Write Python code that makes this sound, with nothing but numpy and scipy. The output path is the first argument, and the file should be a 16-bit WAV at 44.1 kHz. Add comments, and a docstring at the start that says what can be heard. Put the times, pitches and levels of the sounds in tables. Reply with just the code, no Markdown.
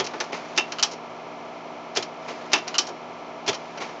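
"""A slide projector's tray thunks forward over its steady cooling fan and motor hum, in a small room.
Each cycle: gears whirr, the linkage ticks, a slide scrapes along its slot, the lever clacks home,
a latch catches and the shutter snaps. Two full cycles, then the start of a third.
Every blow rattles in the case, rings the struck part and dies in the room."""
import sys
import numpy as np
from scipy import signal
from scipy.fft import rfft, irfft, next_fast_len
from scipy.io import wavfile

SR = 44100
rng = np.random.default_rng(int(sys.argv[2]) if len(sys.argv) > 2 else 0)


def transcribe(signal):
    """Save signal, clipped to [-1, 1], as a 16-bit WAV file at the path in sys.argv[1]."""
    frames = np.atleast_2d(signal).T
    limited = np.clip(frames, -1, 1)
    pcm = np.round(limited * 32767).astype(np.int16)
    wavfile.write(sys.argv[1], SR, pcm)


N = 176400

# blows per part (time [s], relative level [dB], rattle length [s], tilt [dB/octave])
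TRAY_BLOWS = [(0.0, -21, 0.0056, -1.5), (1.9705, -18, 0.0034, 2.5), (3.4775, -22, 0.0053, -0.3),
              (3.487, -20, 0.0088, 0.2)]
LINKAGE_BLOWS = [(.041, -33, 0.014, 5), (.064, -29.5, 0.008, 1.5), (.239, -38, 0.004, 7),
                 (.562, -34, 0.01, 3), (.7148, -48, .006, -13), (.7208, -25.5, 0.0032, 1),
                 (.912, -37, 0.013, 8), (.932, -37.5, 0.0045, 7), (1.950, -35.5, 0.02, 5),
                 (1.961, -22.5, 0.0074, -0.5), (2.006, -39, .008, -6), (2.025, -27.5, 0.0057, 2.5),
                 (2.518, -29.5, 0.0093, -0.5), (2.577, -31, 0.011, -1), (2.671, -34, 0.0043, -5),
                 (2.678, -25, 0.0039, 3), (2.868, -35.5, 0.0095, 8.5), (2.889, -37.5, 0.0051, 6),
                 (3.463, -31.5, 0.026, -1), (3.529, -29, 0.0059, -2.5), (3.542, -32, 0.011, 3),
                 (3.774, -32.5, 0.0098, -4), (3.886, -38, 0.012, -6)]
SEAT_BLOWS = [(.136, -29, 0.0053, -3), (.202, -23, 0.01, 3.5)]
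LATCH_BLOWS = [(.785, -30, 0.0074, 0.5), (.795, -31, 0.0066, 6), (2.742, -28.5, 0.0036, 3),
               (2.750, -29.5, 0.0093, 2)]
SHUTTER_BLOWS = [(.8262, -15, 0.0089, 6.5), (2.782, -13, 0.0068, 8)]
CAM_BLOWS = [(.925, -42, 0.015, 4.5), (2.305, -38.5, 0.01, 0), (2.785, -37.5, 0.011, 6),
             (2.885, -36.5, 0.009, 6)]
# lever blows (time [s], relative level [dB], rattle length [s], tilt [dB/octave], ring gain [dB])
LEVER_BLOWS = [(0.5761, -14, 0.0078, -0.1, 2.5), (0.593, -27.5, 0.0065, -4, 2.5),
               (2.532, -10, 0.0057, -0.1, -3.5), (2.548, -23, 0.013, -3, 2)]
# slide travel in the slot (time [s], length [s], level [dB], tilt [dB/octave])
SLIDE_STROKES = [(0.32, 0.041, -29.5, -1.1), (2.274, 0.04, -33.5, 0), (3.8, 0.029, -28, -0.2)]
# gears turning (start [s], end [s], level [dB])
GEAR_SPANS = [(0.0, 0.92, -45.5), (2.22, 2.904, -46.5), (3.5, 4.005, -49)]
# motor and blade tones (frequency [Hz], rms level [dB])
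MOTOR_TONES = [(55.5, -74), (120, -70.5), (166.5, -56), (239.8, -51.5), (297, -53.5), (359, -55),
               (382, -54.5), (421, -56), (468, -62), (511, -60.5), (641, -51.5), (1168, -54), (1324, -57.5)]

# noise spectrum per source (frequency [Hz], relative density [dB])
TRAY_SPECTRUM = [(50, -65), (100, -2), (200, -19.5), (400, -7), (560, -8.5), (880, -10), (1110, -11.5),
                 (1240, -8), (1500, -13), (2300, -8), (2830, -10.5), (3300, -3.5), (3970, -12.5),
                 (4440, -8.5), (6000, -10), (6900, -15), (7800, -34), (9000, -49)]
FAN_SPECTRUM = [(20, -52.5), (45, -38), (75, -33.5), (105, -18.5), (150, -12.5), (205, -12), (265, -12.5),
                (300, -4), (340, -14), (420, -5), (560, -4), (680, 3), (820, -3), (950, -1), (1130, -8),
                (1350, -7), (1540, -17.5), (1700, -13), (1900, -19.5), (2080, -11), (2450, -13),
                (2780, -19), (3020, -16.5), (3700, -24), (4300, -22.5), (4600, -26.5), (5900, -25.5),
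                (6500, -32.5), (7300, -36.5), (7750, -58), (8100, -74), (10000, -90)]
GEAR_SPECTRUM = [(80, -33.5), (350, 6.5), (1000, 6), (2400, 1.5), (3600, -2.5), (5800, -5), (7000, -11.5),
                 (8000, -35), (9500, -39)]
LINKAGE_SPECTRUM = [(60, -49), (150, -24), (400, -5.5), (900, -5), (1300, -1.5), (1800, -5), (2600, -1.5),
                    (3000, -1), (3450, -13), (3900, -1.5), (4800, -3), (5550, -0.5), (6100, -6.5),
                    (6900, -10.5), (7800, -34.5), (9000, -46)]
SEAT_SPECTRUM = [(60, -50), (150, -30), (350, 9.5), (850, -0.5), (1200, 5.5), (1700, -4), (2100, 2.5),
                 (3200, -5), (4400, -5.5), (6200, -5.5), (6700, -18), (7400, -20), (7900, -45), (9000, -44)]
SLIDE_SPECTRUM = [(100, -6), (350, 3.5), (900, 8), (1600, 0), (2300, 6), (3300, -3.5), (5000, -4),
                  (6500, -6.5), (7800, -26), (9000, -46)]
LEVER_SPECTRUM = [(59, -57), (100, -21.5), (172, -32.5), (345, -9.5), (503, -16), (819, -7.5), (1310, -9),
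                  (1490, -11), (1740, -10), (1910, -9), (2730, -3.5), (3230, -9), (3680, -3.5), (4200, -14),
                  (4880, -5), (6350, -7), (8900, -44.5), (11600, -60), (19600, -120)]
LATCH_SPECTRUM = [(60, -48), (150, -27), (400, -22), (1250, 7.5), (1850, -5), (2600, -1), (3000, 10),
                  (3450, -10), (3900, -1.5), (4550, -1.5), (5300, -7), (6300, -11), (7200, -14),
                  (7900, -40), (9000, -40)]
SHUTTER_SPECTRUM = [(59, -70), (100, -39.5), (208, -21), (409, -4), (532, -22.5), (804, 8), (952, -4.5),
                    (1310, -3), (2140, -13.5), (2530, -4), (2830, -11.5), (3290, -5), (3480, -15),
                    (4280, -7.5), (5780, -8), (7380, -24.5), (8900, -58.5), (11600, -78), (19600, -120)]
CAM_SPECTRUM = [(60, -32.5), (150, -22), (300, 4.5), (450, 4), (700, -3.5), (1500, -20.5), (4000, -54.5),
                (9000, -78)]

# modes per struck part (frequency [Hz], relative level [dB], t60 [s])
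TRAY_RING = [(355, -16, 0.23), (393.6, -4, 0.076), (467.4, -14.5, 0.17), (685, -9, 0.05),
             (866, -15.5, 0.15), (2416, -25, 0.22), (3305, -22.5, .1)]
LINKAGE_RING = [(3100, -15, 0.058), (5800, -17.5, .06)]
SEAT_RING = [(866, -5, 0.073), (1475, -7, 0.044), (1735, -11, 0.091)]
LEVER_RING = [(370, -16, .11), (860, -15, .1), (1320, -14, .08), (1750, -14, .08), (2410, -16, .1),
              (2671, -11, .13), (2728, -9.5, .175), (2810, -15, .12), (3020, -15, .13), (3700, -21, .09)]
LATCH_RING = [(3030, -14, 0.035), (3160, -24, .08)]
SHUTTER_RING = [(1163, -21, .12), (3025, -12, .09), (3279, -15, .07), (3661, -17, .065), (3994, -17, .08),
                (5186, -15, .08), (5510, -31, .42), (5633, -14, .06), (5782, -15, .06), (5929, -14, .06)]
CASE_RING = [(355, -3, 0.16), (443, -7.5, 0.18)]

# decay of case and room per band (frequency [Hz], t60 [s])
CASE_DECAY = [(200, 0.18), (700, 0.22), (2000, 0.079), (5000, 0.037), (8000, .045)]
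ROOM_DECAY = [(200, .25), (1000, .22), (3000, 0.22), (6000, 0.15), (8500, 0.16)]

RISE_S, ROOM_DB = 0.00062, -11
CONTACTS_PER_S, CONTACT_S, CONTACT_DB = 290, 0.0011, -9.5  # chatter of loose parts
RING_ROUGH_DB, RING_ROUGH_HZ = 2, 130  # reflections roughen each ring
RING_SPREAD = 0.0013  # relative pitch scatter, blow to blow


def amp(db):
    return 10 ** (np.asarray(db) / 20)


def unit_rms(x):
    return x / np.sqrt(np.mean(x ** 2) + 1e-20)


def log_interp(points, hz):
    """Table value on a log-frequency axis."""
    points_hz, values = np.transpose(points)
    return np.interp(np.log(hz + 1), np.log(points_hz + 1), values)


def add(mix, time_s, sound):
    part = mix[max(round(time_s * SR), 0):][:len(sound)]
    part += sound[:len(part)]


def colour(x, spectrum, tilt_db_oct=0):
    """Shape x by a spectrum, tilted above 400 Hz; rms 1."""
    hz = np.fft.rfftfreq(len(x), 1 / SR)
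    octaves = np.log2(np.maximum(hz, 400) / 1000)
    gain = amp(log_interp(spectrum, hz) + tilt_db_oct * octaves)
    return unit_rms(irfft(rfft(x) * gain, len(x)))


def hiss(n):
    """Flat-spectrum noise."""
    return unit_rms(irfft(np.exp(2j * np.pi * rng.random(n // 2 + 1)), n))


def even_hiss(n, block):
    """Flat noise, equal power in every block."""
    phases = rng.random((n // block + 1, block // 2 + 1))
    return unit_rms(irfft(np.exp(2j * np.pi * phases), block, axis=1).ravel()[:n])


def drift(n, rate_hz):
    """Slow random motion up to about rate_hz."""
    step = 32
    n_coarse = next_fast_len(n // step + 2)
    hz = np.fft.rfftfreq(n_coarse, step / SR)
    lowpass = (hz > 0) / (1 + (hz / rate_hz) ** 4)
    slow = irfft(rfft(rng.standard_normal(n_coarse)) * lowpass, n_coarse)
    return np.interp(np.arange(n) / step, np.arange(n_coarse), unit_rms(slow))


def decay(age_s, t60_s):
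    return np.exp(-np.log(1000) * age_s / t60_s)


def band_decay(x, age_s, bands):
    """Decay each band of x at its own t60."""
    hz, bins = np.fft.rfftfreq(len(x), 1 / SR), rfft(x)
    centres_hz, t60s_s = np.transpose(bands)
    masks = [log_interp(list(zip(centres_hz, row)), hz) for row in np.eye(len(bands))]
    return sum(irfft(bins * mask, len(x)) * decay(age_s, t60_s) for mask, t60_s in zip(masks, t60s_s))


def blow(rattle_s, tilt_db_oct, spectrum, modes, ring_db):
    """Loose parts chatter; then case, struck part and room ring out."""
    n, n_case = 12288, 6144
    t = np.arange(n) / SR
    age_s = np.maximum(t - rattle_s, 0)
    contacts = (rng.random(n_case) < CONTACTS_PER_S / SR) * 1.
    contacts[0] = 1
    pulses = signal.lfilter([1], [1, -np.exp(-1 / (CONTACT_S * SR))], contacts)
    chatter = even_hiss(n_case, block=256) * unit_rms(1 + amp(CONTACT_DB) * pulses)
    case = band_decay(colour(chatter, spectrum, tilt_db_oct), age_s[:n_case], CASE_DECAY)
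    room = amp(ROOM_DB) * band_decay(colour(hiss(n), spectrum, tilt_db_oct), age_s, ROOM_DECAY)
    ring = np.zeros(n)
    for hz, mode_db, t60_s in modes:
        envelope = amp(mode_db + ring_db + RING_ROUGH_DB * drift(n, RING_ROUGH_HZ)) * decay(age_s, t60_s)
        detuned_hz = hz * (1 + RING_SPREAD * rng.standard_normal())
        ring += np.sqrt(2) * envelope * np.sin(2 * np.pi * (detuned_hz * t + rng.random()))
    sound = (ring + room) * np.minimum(t / max(rattle_s, RISE_S), 1)  # builds during the rattle
    add(sound, 0, case * np.minimum(t[:n_case] / RISE_S, 1))
    return sound


def blows(rows, spectrum, modes, gain_db, ring_db):
    """Place one part's blows in time."""
    out = np.zeros(N)
    for time_s, db, rattle_s, tilt_db_oct in rows:
        add(out, time_s, amp(db + gain_db) * blow(rattle_s, tilt_db_oct, spectrum, modes, ring_db))
    return out


def tray_thunks():
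    """The tray steps on and rings low."""
    return blows(TRAY_BLOWS, TRAY_SPECTRUM, TRAY_RING, gain_db=-0.5, ring_db=-0.5)


def fan(rms_db=-38.85):
    """Air rushes evenly through the vents."""
    return amp(rms_db) * colour(even_hiss(N, block=4096), FAN_SPECTRUM)


def motor(wander_hz=1.92, wander_rate_hz=5, waver_db=0.93, waver_rate_hz=6):
    """Motor and blade tones, each wavering in level and pitch."""
    out = np.zeros(N)
    for hz, db in MOTOR_TONES:
        peak = np.sqrt(2) * amp(db + waver_db * drift(N, waver_rate_hz))
        pitch_hz = hz + wander_hz * drift(N, wander_rate_hz)
        out += peak * np.sin(2 * np.pi * np.cumsum(pitch_hz) / SR)
    return out


def gears(rough_db=2, rough_hz=120, ramp_s=0.06):
    """Faint gritty whirr while the changer turns."""
    t = np.arange(N) / SR
    running = sum(amp(db) * np.clip(np.minimum(t - start_s, end_s - t) / ramp_s + 0.5, 0, 1)
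                  for start_s, end_s, db in GEAR_SPANS)
    grit = hiss(N) * amp(rough_db * drift(N, rough_hz))
    return running * colour(grit, GEAR_SPECTRUM)


def linkage_ticks():
    """Light blows in the linkage."""
    return blows(LINKAGE_BLOWS, LINKAGE_SPECTRUM, LINKAGE_RING, gain_db=-2.86, ring_db=5)


def seat_knocks():
    """A slide knocks against its seat."""
    return blows(SEAT_BLOWS, SEAT_SPECTRUM, SEAT_RING, gain_db=-2, ring_db=0)


def slide_scrapes(attack_s=0.012, release_s=0.035, fade_db=-4, slip_db=2, slip_hz=400):
    """A slide mount catches and slips along its slot."""
    out, t = np.zeros(N), np.arange(SR // 4) / SR
    for time_s, length_s, db, tilt_db_oct in SLIDE_STROKES:
        slips = amp(slip_db * drift(len(t), slip_hz))
        friction = colour(hiss(len(t)) * slips, SLIDE_SPECTRUM, tilt_db_oct)
        attack = np.minimum(t / attack_s, 1)
        fade = amp(fade_db * np.minimum(t / length_s, 1) ** 2)
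        release = np.exp(-np.maximum(t - length_s, 0) / release_s)
        add(out, time_s, amp(db) * attack * fade * release * friction)
    return out


def lever_clacks():
    """The lever slams home and bounces; its steel arm rings."""
    return sum(blows([row], LEVER_SPECTRUM, LEVER_RING, gain_db=-2.97, ring_db=ring_db)
               for *row, ring_db in LEVER_BLOWS)


def latch_catches():
    """The latch clicks twice just before each snap."""
    return blows(LATCH_BLOWS, LATCH_SPECTRUM, LATCH_RING, gain_db=0.3, ring_db=9)


def shutter_snaps():
    """The shutter snaps and rings bright."""
    return blows(SHUTTER_BLOWS, SHUTTER_SPECTRUM, SHUTTER_RING, gain_db=-0.8, ring_db=2)


def cam_bumps():
    """Gate and cam come to rest; the case rings dully."""
    return blows(CAM_BLOWS, CAM_SPECTRUM, CASE_RING, gain_db=0.5, ring_db=-1)


def scene(low_cut_hz=143):
    """Changer over gears, fan and motor; mono."""
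    changer = (tray_thunks() + lever_clacks() + shutter_snaps() + linkage_ticks()
               + seat_knocks() + latch_catches() + cam_bumps() + slide_scrapes())
    # keeps the knocks and clicks free of low rumble
    low_cut = signal.butter(2, low_cut_hz, "highpass", fs=SR, output="sos")
    return (signal.sosfilt(low_cut, changer) + gears() + fan() + motor())[None]


def record(dry, ceiling=0.62, high_cut_hz=9055):
    """Round off the loudest peaks, then low-pass."""
    rounded = dry / (1 + (dry / ceiling) ** 8) ** (1 / 8)
    lowpass = signal.firwin(255, high_cut_hz, window=("kaiser", 9), fs=SR)
    return signal.oaconvolve(rounded, lowpass[None], "same")


dry = scene()
out = record(dry)
transcribe(out)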